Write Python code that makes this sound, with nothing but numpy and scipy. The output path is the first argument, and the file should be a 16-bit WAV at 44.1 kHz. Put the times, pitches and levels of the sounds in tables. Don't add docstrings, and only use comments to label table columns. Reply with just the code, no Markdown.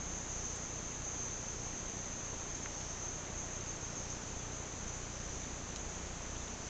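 import sys
import numpy as np
from scipy import signal
from scipy.fft import rfft, irfft
from scipy.io import wavfile

SR = 44100
rng = np.random.default_rng(int(sys.argv[2]) if len(sys.argv) > 2 else 0)


def ratio(d):
    e = np.asarray(d, float) / 20
    return 10 ** e


def output_pcm(signal):
    pcm = np.clip(np.atleast_2d(signal).T, -1, 1) * 32767
    wavfile.write(sys.argv[1], SR, np.round(pcm).astype(np.int16))


N = 295007

# [t/s, level/dB]
NEAR_EFFORT = [
    (0, -47),
    (.22, -53),
    (.36, -49),
    (.7, -51.5),
    (1.2, -47.5),
    (1.5, -51),
    (2.6, -50.5),
    (3.45, -48.5),
    (4.0, -47),
]
# [f/Hz, width/Hz, level/dB]
NEAR_BODY = [
    (6380, 240, 0),
    (6130, 280, -12),
    (6720, 400, -12),
]
# [first throb t/s, rate/Hz, depth reached by then/dB]
THROB_RUNS = [
    (.02, 6.8, 4),
    (1.64, 7.87, 5),
    (3.06, 2.95, 8),
    (3.4, 6.9, 15),
    (4.26, 6.9, 15),
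]
NEAR_STOP_S, NEAR_RELEASE_S = 4.16, 0.048
# [t/s, level/dB, upper group against lower group/dB]
FAR_LEVEL = [
    (0, -48, -5),
    (1.2, -50.5, -6.5),
    (2.3, -50, -7.5),
    (3.6, -50.5, -6.5),
    (4.3, -51, -5.5),
    (6.69, -51, -5.5),
]
# [f/Hz, width/Hz, level/dB, filter steepness]
FAR_BODY = [
    (6180, 430, 0, 2),
    (6750, 480, .5, 3),
]
# [crest t/s, lift/dB]
WAVES = [
    (.42, 1.5),
    (1.2, 4),
    (1.76, 1),
    (2.2, 2),
    (2.9, 0.5),
    (4.4, 1.5),
    (4.9, 2),
    (5.4, 2.5),
    (5.9, 1.5),
    (6.35, 2),
]
WAVE_S, UPPER_SHARE = 0.11, 0.46
# [crest t/s, level/dB]
LOW_SWELLS = [
    (.5, -59.5),
    (1.6, -60.5),
    (2.85, -57),
    (4.13, -58),
    (5.0, -64.5),
    (5.3, -60.5),
    (6.05, -64),
    (6.65, -60.5),
]
# [f/Hz, width/Hz, level/dB]
LOW_BODY = [
    (5620, 380, 0),
]
LOW_REST_DB, SWELL_DB_PER_S, SINK_DB_PER_S = -73, 21, 46
# [f/Hz, level per Hz/dB]
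HISS = [(15, -2), (30, 1.5), (55, 1), (100, -1.5), (200, -2), (400, -3), (1000, -7.5), (1600, -10.5),
        (2200, -12.5), (3500, -15.5), (5000, -18), (8000, -17.5)]
HISS_DB = -47.5
FRAME_HZ, SCREEN_HZ = 29.995, 59.828
# [f/Hz, level/dB]
WHINE = [
    (7499, -66.5),
]
# [t/s, peak level/dB, ring f/Hz, width/Hz]
TICKS = [(.2548, -46, 7400, 1000), (.455, -45, 7700, 600), (.5612, -33, 7500, 900),
         (.5612, -38, 4500, 4000), (2.6595, -28.5, 1800, 1300), (2.8115, -36, 3500, 2200),
         (4.3824, -46, 7600, 800), (5.434, -48, 3600, 300), (5.441, -48, 3600, 300),
         (5.7605, -26.5, 5100, 4200), (5.7606, -38, 7600, 900), (5.7613, -31, 6000, 1400),
         (5.7617, -35, 3300, 2000), (5.7675, -36, 7000, 1500), (5.983, -42, 3500, 2000),
         (6.1375, -42, 1500, 1200), (6.354, -42, 2600, 1200), (6.363, -41, 3100, 900),
         (6.418, -47, 3600, 300), (6.479, -43, 3650, 500), (6.483, -44, 2800, 1200)]
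SAMPLING = (160, 441)
# [f/Hz, level/dB]
SKIRT = [(5500, -1), (7000, 1), (7500, -5.5), (8000, -11), (8500, -20), (8800, -29.5), (9050, -39.5),
         (9300, -61.5)]


def evened(x):
    return x / np.sqrt(np.mean(x ** 2) + 1e-20)


def read(points, hz):
    f, value = np.transpose(points)
    return np.interp(np.log(hz + 1), np.log(f + 1), value)


def curves(rows):
    s, *columns = np.transpose(rows)
    return [np.interp(np.arange(N) / SR, s, column) for column in columns]


def resonate(x, hz, width, order=2):
    band = [hz - width / 2, hz + width / 2]
    return signal.sosfilt(signal.butter(order, band, "bandpass", fs=SR, output="sos"), x)


def smooth(x, hz):
    r = np.exp(-2 * np.pi * hz / SR)
    return signal.lfilter([1 - r], [1, -r], x)


def trunks(x, t60, wet_db, turn_s):
    hop = round(turn_s * SR)
    at = np.arange(200, SR // 2 - 20, 20)
    padded = np.pad(x, (hop, 2 * hop))
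    wet = np.zeros(N + 3 * hop + SR)
    for start in range(0, N + hop, hop):
        taps = np.zeros(SR // 2)
        signs = rng.choice([-1., 1.], len(at))
        taps[at + rng.integers(0, 20, len(at))] = signs * ratio(-60 * at / SR / t60)
        piece = padded[start:start + 2 * hop] * signal.windows.cosine(2 * hop)
        echo = signal.fftconvolve(piece, taps / np.linalg.norm(taps))
        wet[start:start + len(echo)] += echo
    return x + ratio(wet_db) * wet[hop:hop + N]


def tymbals(count, per_s, unevenness, size_db):
    wobble = evened(smooth(rng.standard_normal((count, N)), 60))
    rates = per_s * rng.uniform(.9, 1.1, (count, 1)) * (1 + unevenness * wobble)
    cycles = np.cumsum(rates, axis=1) / SR + rng.random((count, 1))
    clicks = np.diff(np.floor(cycles), prepend=0) > 0
    sizes = ratio(size_db * rng.standard_normal((count, N)))
    return (clicks * sizes).sum(0)


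def near_cicada():
    t = np.arange(N) / SR
    first, per_s, depth_db = np.transpose(THROB_RUNS)
    early = t + .02
    run = np.clip(np.searchsorted(first, early) - 1, 0, None)
    turn = (early - first[run]) * per_s[run] % 1
    throb = np.interp(turn, [0, .2, .7, .82, 1], [0, .1, .9, 1, 0])
    clicks = tymbals(count=1, per_s=300, unevenness=.22, size_db=1.4)
    sides = (1, -1, -1)
    song = evened(sum(side * ratio(db) * resonate(clicks, hz, width)
                      for side, (hz, width, db) in zip(sides, NEAR_BODY)))
    song *= ratio(curves(NEAR_EFFORT)[0] - np.interp(t, first, depth_db) * throb)
    song *= np.clip((NEAR_STOP_S - t) / NEAR_RELEASE_S, 0, 1)
    return ratio(1.0) * trunks(song, t60=0.16, wet_db=-2.0, turn_s=0.3)


def far_chorus():
    t = np.arange(N) / SR
    level_db, upper_db = curves(FAR_LEVEL)
    lift_db = sum(db * np.exp(-((t - s) / WAVE_S) ** 2) for s, db in WAVES)
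    groups = []
    for hz, width, db, steepness in FAR_BODY:
        clicks = tymbals(count=5, per_s=200, unevenness=.2, size_db=5.5)
        clicks = trunks(clicks, t60=1.0, wet_db=8.0, turn_s=0.25)
        groups.append(ratio(db) * evened(resonate(clicks, hz, width, order=steepness)))
    lower = ratio(lift_db) * groups[0]
    upper = ratio(upper_db + UPPER_SHARE * lift_db) * groups[1]
    return ratio(level_db) * (lower + upper)


def low_cicada():
    crest_s, crest_db = np.transpose(LOW_SWELLS)[:, :, None]
    late = np.arange(N) / SR - crest_s
    swells_db = crest_db - np.maximum(-SWELL_DB_PER_S * late, SINK_DB_PER_S * late)
    level_db = np.maximum(swells_db.max(0), LOW_REST_DB)
    clicks = tymbals(count=2, per_s=180, unevenness=.2, size_db=2.0)
    clicks = trunks(clicks, t60=0.3, wet_db=8.5, turn_s=0.25)
    song = sum(ratio(db) * resonate(clicks, hz, width, order=1) for hz, width, db in LOW_BODY)
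    return ratio(level_db + 3.5) * evened(song)


def hiss():
    z = rfft(rng.standard_normal(N)) * ratio(read(HISS, np.fft.rfftfreq(N, 1 / SR)))
    return ratio(HISS_DB + 2.5) * evened(irfft(z, N))


def supply_buzz():
    t = np.arange(N) / SR
    frame, wait = np.divmod((t - .0035) * FRAME_HZ, 1)
    frame = frame.astype(int) + 1
    left = (1 - wait) / FRAME_HZ
    draw = rng.random((frame.max() + 1, 2))
    begin = .0041 - .0022 * draw[:, 0] ** 2
    end = .0022 * draw[:, 1] ** 8
    place = np.arange(len(draw)) % 15
    begin[place == 10], end[place == 10] = .0078, .0040
    begin[place == 11] = .0068
    resting = (left < begin[frame]) * (left > end[frame])
    rest = ratio(-36.5) * smooth(resting, 280)
    since = ((t - .0090) * SCREEN_HZ % 1) / SCREEN_HZ
    refresh = -ratio(-42) * smooth(smooth(since < .0014, 240), 240)
    both = rest + refresh
    return both - smooth(both, 7.9)


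def whine():
    t = np.arange(N) / SR
    return sum(ratio(db + 7.5) * np.sin(2 * np.pi * hz * t) for hz, db in WHINE)


def ticks():
    out, snap = np.zeros(N), signal.unit_impulse(300)
    for s, db, hz, width in TICKS:
        ring = resonate(snap, hz, width)
        out[round(s * SR):][:len(ring)] += ratio(db) * ring / abs(ring).max()
    return trunks(out, t60=0.046, wet_db=-6.5, turn_s=0.8)


def scene():
    singers = near_cicada() + far_chorus() + low_cicada()
    camera = hiss() + supply_buzz() + whine() + ticks()
    mono = singers + camera
    return np.array([mono, mono])


def roll_off(x):
    return signal.sosfilt(signal.butter(12, 9250, fs=SR, output="sos"), x)


def record(dry):
    blocks = N // SAMPLING[1] + 1
    length = blocks * SAMPLING[1]
    z = rfft(dry, length)
    rate = blocks * SAMPLING[0]
    z[:, rate // 2:rate] = np.conj(z[:, rate // 2:0:-1])
    z *= ratio(read(SKIRT, np.fft.rfftfreq(length, 1 / SR)))
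    mix = irfft(z, length)[:, :N]
    return roll_off(mix)


dry = scene()
out = record(dry)
output_pcm(out)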